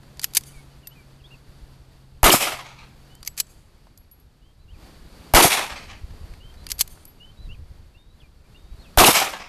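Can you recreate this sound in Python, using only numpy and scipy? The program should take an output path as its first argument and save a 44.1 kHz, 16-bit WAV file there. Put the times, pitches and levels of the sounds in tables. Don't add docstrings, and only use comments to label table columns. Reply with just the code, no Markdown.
import sys
import numpy as np
from scipy import signal
from scipy.fft import rfft, irfft
from scipy.io import wavfile
from scipy.ndimage import uniform_filter1d

SR = 44100
rng = np.random.default_rng(int(sys.argv[2]) if len(sys.argv) > 2 else 0)


def boost(x):
    u = np.asarray(x, float) / 20
    return 10 ** u


def log_audio(samples):
    frames = np.atleast_2d(samples).T
    limited = np.clip(frames, -1, 1)
    pcm = np.round(limited * 32767).astype(np.int16)
    wavfile.write(sys.argv[1], SR, pcm)


N = 418068
FULL_SCALE = 0.44
EDGE_HZ = 14150


def read(points, hz):
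    f, value = np.transpose(points)
    return np.interp(np.log(hz + 1), np.log(f + 1), value)


def curve(rows, column=1):
    rows = np.array(rows)
    return np.interp(np.arange(N) / SR, rows[:, 0], rows[:, column], right=rows[-1, column])


def add(mix, start_s, sound):
    part = mix[round(start_s * SR):][:len(sound)]
    part += sound[:len(part)]


def noise(size, colour_db):
    hz = np.fft.rfftfreq(size, 1 / SR)
    x = irfft(rfft(rng.standard_normal(size)) * boost(colour_db(hz)), size)
    return x / np.sqrt(np.mean(x ** 2))


def rings(modes, t):
    return sum(boost(db - 60 * t / t60_s) * np.sin(2 * np.pi * hz * t) for hz, db, t60_s in modes)


# delay in s, level in dB, rise in s, fall in s, bass lift in dB per octave.
BANKS = [(.0, 0.5, 0.0011, 0.0043, -3), (.009, 1, .001, .02, 4.5), (.022, 1, .01, .018, 6),
         (.063, -7, 0.0018, 0.014, 3), (.078, -7, .02, .035, 0.5), (.107, -7, 0.0018, .012, 8.5),
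         (.155, -16, .04, 0.052, 0), (.235, -20, 0.0078, 0.028, 2), (.28, -27, .01, .04, 0),
         (.355, -31, 0.0079, 0.035, -1), (.41, -37.5, 0.02, 0.067, -3), (.535, -43, 0.036, .04, -7),
         (.59, -46, 0.012, 0.042, -5)]
# frequency in Hz, density in dB per Hz.
SCATTER = [(35, -53), (60, -24), (81, -26.5), (222, -15.5), (403, -10.5), (442, -10.5), (700, -2),
           (1360, -4), (1530, -8), (2210, -3.5), (12300, -19), (13500, -24), (14500, -36)]


def echoes(banks):
    out, t = np.zeros(SR), np.arange(SR // 2) / SR
    for delay_s, db, rise_s, fall_s, bass_db in banks:
        ripple = rng.standard_normal(60)

        def colour_db(hz):
            bass = bass_db * np.log2(2000 / (hz + 150))
            air = 11.5 * (delay_s - .2) * hz / 1000
            uneven = np.interp(np.sqrt(hz / SR * 2), np.linspace(0, 1, len(ripple)), ripple)
            return read(SCATTER, hz) + bass - air + 2.1 * (1 + delay_s) * uneven

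        shape = np.minimum(t / rise_s, 1) * np.exp(-np.maximum(t - rise_s, 0) / fall_s)
        clumps = noise(len(t), lambda hz: -12 * np.log2(1 + hz / 120))
        add(out, delay_s, boost(db + 1.8 * clumps) * shape * noise(len(t), colour_db))
    return out


def pressure_swing():
    t, swing_hz = np.arange(SR) / SR, 39.4
    return -boost(3) * np.sin(2 * np.pi * swing_hz * t / (1 + t / .12)) * np.exp(-t / .017)


def microphone_rumble():
    t60_s = .33
    return boost(-27 - 60 * np.arange(SR) / SR / t60_s) * noise(SR, lambda hz: read(GUST, hz))


def ground_roll():
    size, centre_hz = round(.118 * SR), 340
    roll = noise(size, lambda hz: -15 * abs(np.log2((hz + 1) / centre_hz)))
    return boost(-14 - 6.5 * np.linspace(0, 1, size)) * signal.windows.tukey(size, .3) * roll


# delay in s, length in s, start pitch in Hz, end pitch in Hz, level in dB.
FACES = [(.0018, 0.0032, 1080, 720, 7.5), (.0635, .005, 1300, 888, 0), (0.07, 0.009, 6035, 2768, -8),
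         (.108, .004, 900, 700, -1), (0.112, .008, 230, 175, -10.5), (.02, .03, 1494, 1202, -6.5)]


def face_returns():
    out = np.zeros(SR)
    for delay_s, length_s, start_hz, end_hz, db in FACES:
        u = np.linspace(0, 1, round(length_s * SR))
        hz = (end_hz + (start_hz - end_hz) * (1 - u) ** 3) * rng.uniform(.9, 1.1)
        rough = boost(4 * noise(len(u), lambda f: -12 * np.log2(1 + f / 500)))
        tone = np.sin(2 * np.pi * np.cumsum(hz) / SR)
        add(out, delay_s, boost(db) * rough * np.sin(np.pi * u) ** .5 * tone)
    return out


def shot(db):
    out = echoes(BANKS) + microphone_rumble() + face_returns()
    add(out, .0015, pressure_swing())
    add(out, .012, ground_roll())
    return FULL_SCALE * boost(db) * out


# time in s, blast in dB above full scale.
SHOTS = [
    (2.2302, 3.5),
    (5.3368, 7),
    (8.9733, 8),
]


def shots():
    out = np.zeros(N)
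    for start_s, db in SHOTS:
        add(out, start_s, shot(db))
    return out


# time in s, peak in dB, stroke as share of the usual.
PULLS = [(.242, -3, 1.0), (3.2748, -10.5, .97), (6.7165, -7, 1.055)]
# lead before the stop in s, level re stop in dB,
# brightness in dB per octave, steel knock in dB.
CATCHES = [(.071, -37, -3, -18), (.0475, -18, -5, -7), (.0265, -21.5, 2.5, -15)]
# time in s, peak in dB, lead of the release click in s.
SLAMS = [(.3682, 1, .0327), (3.3995, -6, .0315), (6.8084, -1.5, .0259)]
# t60 in s, brightness in dB per octave, steel knock in dB, hold in s.
STOP = (.015, .6, -20, .0014)
# t60 in s, brightness in dB per octave, steel knock in dB, hold in s.
SLAM = (.022, 2.6, -21, .0052)
# time in s, peak
# in dB, brightness in dB per octave.
TICKS = [(.2335, -18, -.6), (.349, -9, 6), (.354, -13, 3), (.359, -14, -1.2), (.4085, -31, 1.2),
         (.4356, -34.5, -1.2), (.871, -25, 2.5), (3.151, -36.5, 3.5), (3.3765, -29.5, -2.2),
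         (3.975, -35, 6), (4.1126, -45, 9.5), (4.199, -50, 8), (6.705, -22, 4), (6.7917, -15, 4),
         (6.8005, -12, 2.2), (6.876, -29.5, 1.5), (7.0525, -29.5, 9)]


def blows():
    def tick(start_s, db, bright_db, knock_db=-19):
        return start_s, db, .013, bright_db, knock_db, .0018

    rows = [tick(*row) for row in TICKS]
    for stop_s, db, stroke in PULLS:
        for lead_s, below_db, bright_db, knock_db in CATCHES:
            rows.append(tick(stop_s - lead_s * stroke, db + below_db, bright_db, knock_db))
        rows.append((stop_s, db, *STOP))
    for slam_s, db, lead_s in SLAMS:
        rows.append(tick(slam_s - lead_s, db - 28.5, -.4))
        rows.append((slam_s, db, *SLAM))
    return rows


# frequency in Hz, density in dB per Hz.
CLICK = [(200, -51), (400, -27.5), (1900, -11), (2500, -7.5), (3800, -8), (4700, -2), (5500, -6.5),
         (7100, -5), (9000, -8), (12900, -5.5), (14500, -19.5)]
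# frequency in Hz, level in dB, t60 in s.
SLIDE = [(4760, 0.5, 0.026), (9610, -1.5, .015), (2300, -18.5, 0.029)]


def clicks():
    out, t = np.zeros(N), np.arange(SR // 4) / SR
    for start_s, db, t60_s, bright_db, knock_db, hold_s in blows():
        peaks_db = 2.2 * rng.standard_normal(28)

        def colour_db(hz):
            uneven = np.interp(hz / EDGE_HZ, np.linspace(0, 1, len(peaks_db)), peaks_db)
            return read(CLICK, hz) + bright_db * np.log2((hz + 300) / 5000) + uneven

        fade = boost(-60 * np.maximum(t - hold_s, 0) / t60_s)
        fade += boost(-27 - 60 * t / .063) + boost(-41 - 60 * t / .28)
        blow = boost(-9) * noise(len(t), colour_db) * fade + boost(knock_db) * rings(SLIDE, t)
        add(out, start_s, boost(db) * blow * np.minimum(t / .0008, 1))
    return out


# time in s, pitch in Hz, level in dB, t60 in s, beat in Hz.
PINGS = [(.236, 11800, -42, .15, 14), (.872, 11850, -31.5, .07, 30), (3.2745, 2180, -22, .017, 5),
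         (3.262, 11400, -42, .16, 18), (3.277, 7850, -46, .13, 5), (3.402, 7850, -44, .14, 5),
         (3.98, 11400, -53, .18, 35), (4.1127, 11390, -48, .2, 9), (4.198, 11400, -60.5, .15, 20),
         (6.718, 11420, -39, .16, 30), (6.718, 7830, -55, .08, 5), (6.812, 7830, -47.5, .12, 5),
         (7.054, 11450, -54.5, .2, 20), (7.075, 11450, -47.5, .2, 8)]


def pings():
    out, t = np.zeros(N), np.arange(SR // 4) / SR
    for start_s, hz, db, t60_s, beat_hz in PINGS:
        pair = [(hz - beat_hz / 2, db, t60_s), (hz + beat_hz / 2, db - 6.5, t60_s)]
        add(out, start_s, rings(pair, t) * np.minimum(t / .0039, 1))
    return out


# start in s, end in s, rms in dB.
SCRAPES = [(0.222, 0.252, -38), (.35, 0.371, -32), (3.258, 3.277, -44), (3.374, 3.401, -31.5),
           (6.699, 6.714, -32.5), (6.788, 6.823, -30)]


def scrapes():
    out = np.zeros(N)
    for start_s, end_s, db in SCRAPES:
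        size = round((end_s - start_s) * SR)
        grit = boost(22 * uniform_filter1d(rng.standard_normal(size), size=60))
        friction = grit * noise(size, lambda hz: read(CLICK, hz))
        add(out, start_s, boost(db) * friction * signal.windows.tukey(size, .4))
    return out


# time in s, peak in dB, pitch in Hz.
TAPS = [(0.033, -45, 974), (3.869, -47, 784), (6.107, -49, 1750), (6.136, -45, 497), (6.337, -41.5, 1900),
        (6.541, -47.5, 2100), (6.975, -44, 906)]


def taps():
    out, t = np.zeros(N), np.arange(SR // 4) / SR
    for start_s, db, tap_hz in TAPS:
        thud = noise(len(t), lambda hz: -9 * abs(np.log2((hz + 1) / tap_hz)))
        add(out, start_s, boost(db - 2.5 - 60 * t / .03) * thud)
    return out


def action():
    out = clicks() + pings() + scrapes() + taps()
    back, t = boost(-61) * echoes(BANKS[4:]), np.arange(SR // 4) / SR
    add(back, .0675, boost(-51) * rings([(6500, 0, .001), (3500, -2, .002)], t))
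    leaves = signal.iirpeak(9100, 7, fs=SR)
    back = back + boost(9) * signal.lfilter(*leaves, back)
    return out + signal.oaconvolve(out, back)[:N]


# start in s, length in s, middle pitch in Hz, level in dB.
RISES = [(.907, .03, 2980, -55), (3.08, .114, 3010, -59.5), (4.413, .055, 3000, -63.5),
         (6.402, .043, 2930, -50), (7.199, .057, 2930, -48.5), (7.945, .038, 2770, -58),
         (8.545, .025, 2797, -52.5), (8.628, .169, 3820, -66), (8.04, .14, 3880, -68)]
HOOKS = [(1.238, .034, 3400, -51), (4.682, .04, 2920, -58), (6.675, .051, 2840, -52.5),
         (7.49, .046, 2810, -47.5)]
HOLDS = [(.482, .035, 3000, -57), (.7, .035, 2980, -63), (4.46, .068, 3150, -70),
         (6.428, .091, 3110, -51.5), (7.235, .078, 3040, -50.5), (7.975, .06, 3650, -60),
         (8.447, .028, 2370, -63), (8.558, .068, 3670, -60.5)]
ARCHES = [(4.59, .06, 4070, -69.5), (6.57, .067, 4090, -57), (7.37, .103, 4000, -56.5),
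          (8.79, .046, 4290, -57)]
SWOOPS = [(1.304, .05, 2830, -50)]
DIVES = [(1.192, .032, 2780, -58), (4.73, .034, 2520, -62.5), (7.538, .018, 2570, -54.5)]
PLUNGES = [(8.201, .025, 3200, -55), (8.816, .048, 3600, -54)]
DROOPS = [(.53, .09, 2250, -57.5), (.83, .042, 2750, -57), (.952, .078, 2360, -57),
          (8.225, .045, 2400, -57.5), (8.85, .038, 2560, -56.5)]
SONG = [(RISES, .953, 1.05), (HOOKS, .945, 1.135), (HOLDS, 1.005, 1.03), (ARCHES, .94, .945),
        (SWOOPS, .9, .85), (DIVES, 1.19, .9), (PLUNGES, 1.08, .785), (DROOPS, 1.095, .98)]


def birds():
    out = np.zeros(N)
    for rows, first, last in SONG:
        for start_s, length_s, middle_hz, db in rows:
            u = np.linspace(-1, 1, round(length_s * SR))
            hz = middle_hz * (1 + (last - first) / 2 * u + ((first + last) / 2 - 1) * u ** 2)
            flutter = boost(2.45 * noise(len(u), lambda f: -12 * np.log2(1 + f / 29)))
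            whistle = np.sin(2 * np.pi * np.cumsum(hz) / SR)
            add(out, start_s, boost(db) * flutter * (1 - u ** 2) ** .47 * whistle)
    return out + boost(-12) * np.roll(out, round(.014 * SR))


# time in s, level in dB.
WIND = [(0, -52), (1.2, -54.5), (1.6, -49), (2.06, -54), (2.6, -52.5), (3.7, -53), (4.45, -55), (4.7, -48),
        (5.2, -52), (5.7, -48.5), (6.15, -40.5), (6.55, -46), (6.7, -41), (7.1, -55), (7.55, -40),
        (8.0, -54), (8.8, -48), (9.48, -52)]
# frequency in Hz, density in dB per Hz.
GUST = [(8.8, -30.5), (15, 1.5), (70, -3), (124, -11.5), (255, -32.5), (401, -33), (432, -38), (500, -33),
        (650, -63.5), (1100, -120)]
# time in s, peak in dB, pitch in Hz.
THUMPS = [(0.568, -32.5, 32.3), (1.629, -31, 42.6), (4.649, -39, 32.3), (4.728, -33, 59.4),
          (5.017, -35, 32.3), (6.039, -26, 64.6), (6.239, -26, 67.5), (6.679, -33.5, 45.8),
          (7.45, -25.5, 32.5), (7.519, -29, 32.3), (7.798, -36, 86.1), (8.5, -44.5, 118),
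          (8.719, -26.5, 35.0)]


def wind():
    lumps = noise(N, lambda hz: -9 * abs(np.log2((hz + 1) / 12)))
    out = boost(curve(WIND) + 4 * lumps) * noise(N, lambda hz: read(GUST, hz))
    u = np.linspace(0, 1, 1600)
    for peak_s, db, hz in THUMPS:
        swing = np.sin(2 * np.pi * (hz * u * len(u) / SR + rng.random()))
        add(out, peak_s - .015, boost(db - 2) * np.sin(np.pi * u) ** 2 * swing)
    return out


# frequency in Hz, density in dB per Hz.
FIELD = [(88, -27), (150, -6.5), (196, -10.5), (390, -16.5), (595, -19.5), (642, -20), (823, -21),
         (1740, -26), (1870, -27), (3020, -29), (4100, -28.5), (4520, -28), (5790, -34.5), (13200, -38),
         (14500, -46)]
# time in s, field level in dB.
FIELD_DB = [(0, -55), (1, -56), (2.2, -57), (3.0, -56), (3.6, -59), (4.2, -61.5), (4.72, -61),
            (4.82, -51.5), (5.3, -51), (6.2, -53.2), (6.6, -55.5), (7.1, -55), (7.6, -57.5), (8.2, -59),
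            (8.7, -58), (8.8, -52), (9.48, -55)]


def field():
    swell = noise(N, lambda hz: -12 * np.log2(1 + hz / 3))
    hiss = boost(curve(FIELD_DB) + 1.6 * swell) * noise(N, lambda hz: read(FIELD, hz))
    insect_hz, width_hz, insect_db = 4570, 220, -17
    insects = noise(N, lambda hz: -6 * ((hz - insect_hz) / width_hz) ** 2)
    return hiss + boost(curve(FIELD_DB) + insect_db + 2 * swell) * insects


# time in s, pitch in Hz, level in dB.
DRONE = [(0, 136, -50.5), (.6, 137, -50.5), (1.2, 133, -52.5), (2.2, 132, -51), (3.0, 131, -53),
         (3.5, 132, -62.5)]


def far_engine():
    waver = noise(N, lambda hz: -12 * np.log2(1 + hz / 4.1))
    fade = np.clip((3.9 - np.arange(N) / SR) / .37, 0, 1)
    drone = np.sin(2 * np.pi * np.cumsum(curve(DRONE) + 1.3 * waver) / SR)
    return boost(curve(DRONE, column=2) + .5 + waver) * fade * drone


def scene():
    mix = shots() + action() + birds() + wind() + field() + far_engine()
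    return mix[None]


def top_cut(x):
    return signal.sosfilt(signal.butter(12, 15260, fs=SR, output="sos"), x)


def record(dry):
    clipped = dry / (1 + abs(dry / FULL_SCALE) ** 12) ** (1 / 12)
    drain_hz = 3.7
    drained = signal.lfilter([1, -1], [1, -np.exp(-2 * np.pi * drain_hz / SR)], clipped)
    band = signal.firwin(401, EDGE_HZ, window=("kaiser", 7), fs=SR)
    return top_cut(signal.oaconvolve(drained, band[None], "same"))


dry = scene()
out = record(dry)
log_audio(out)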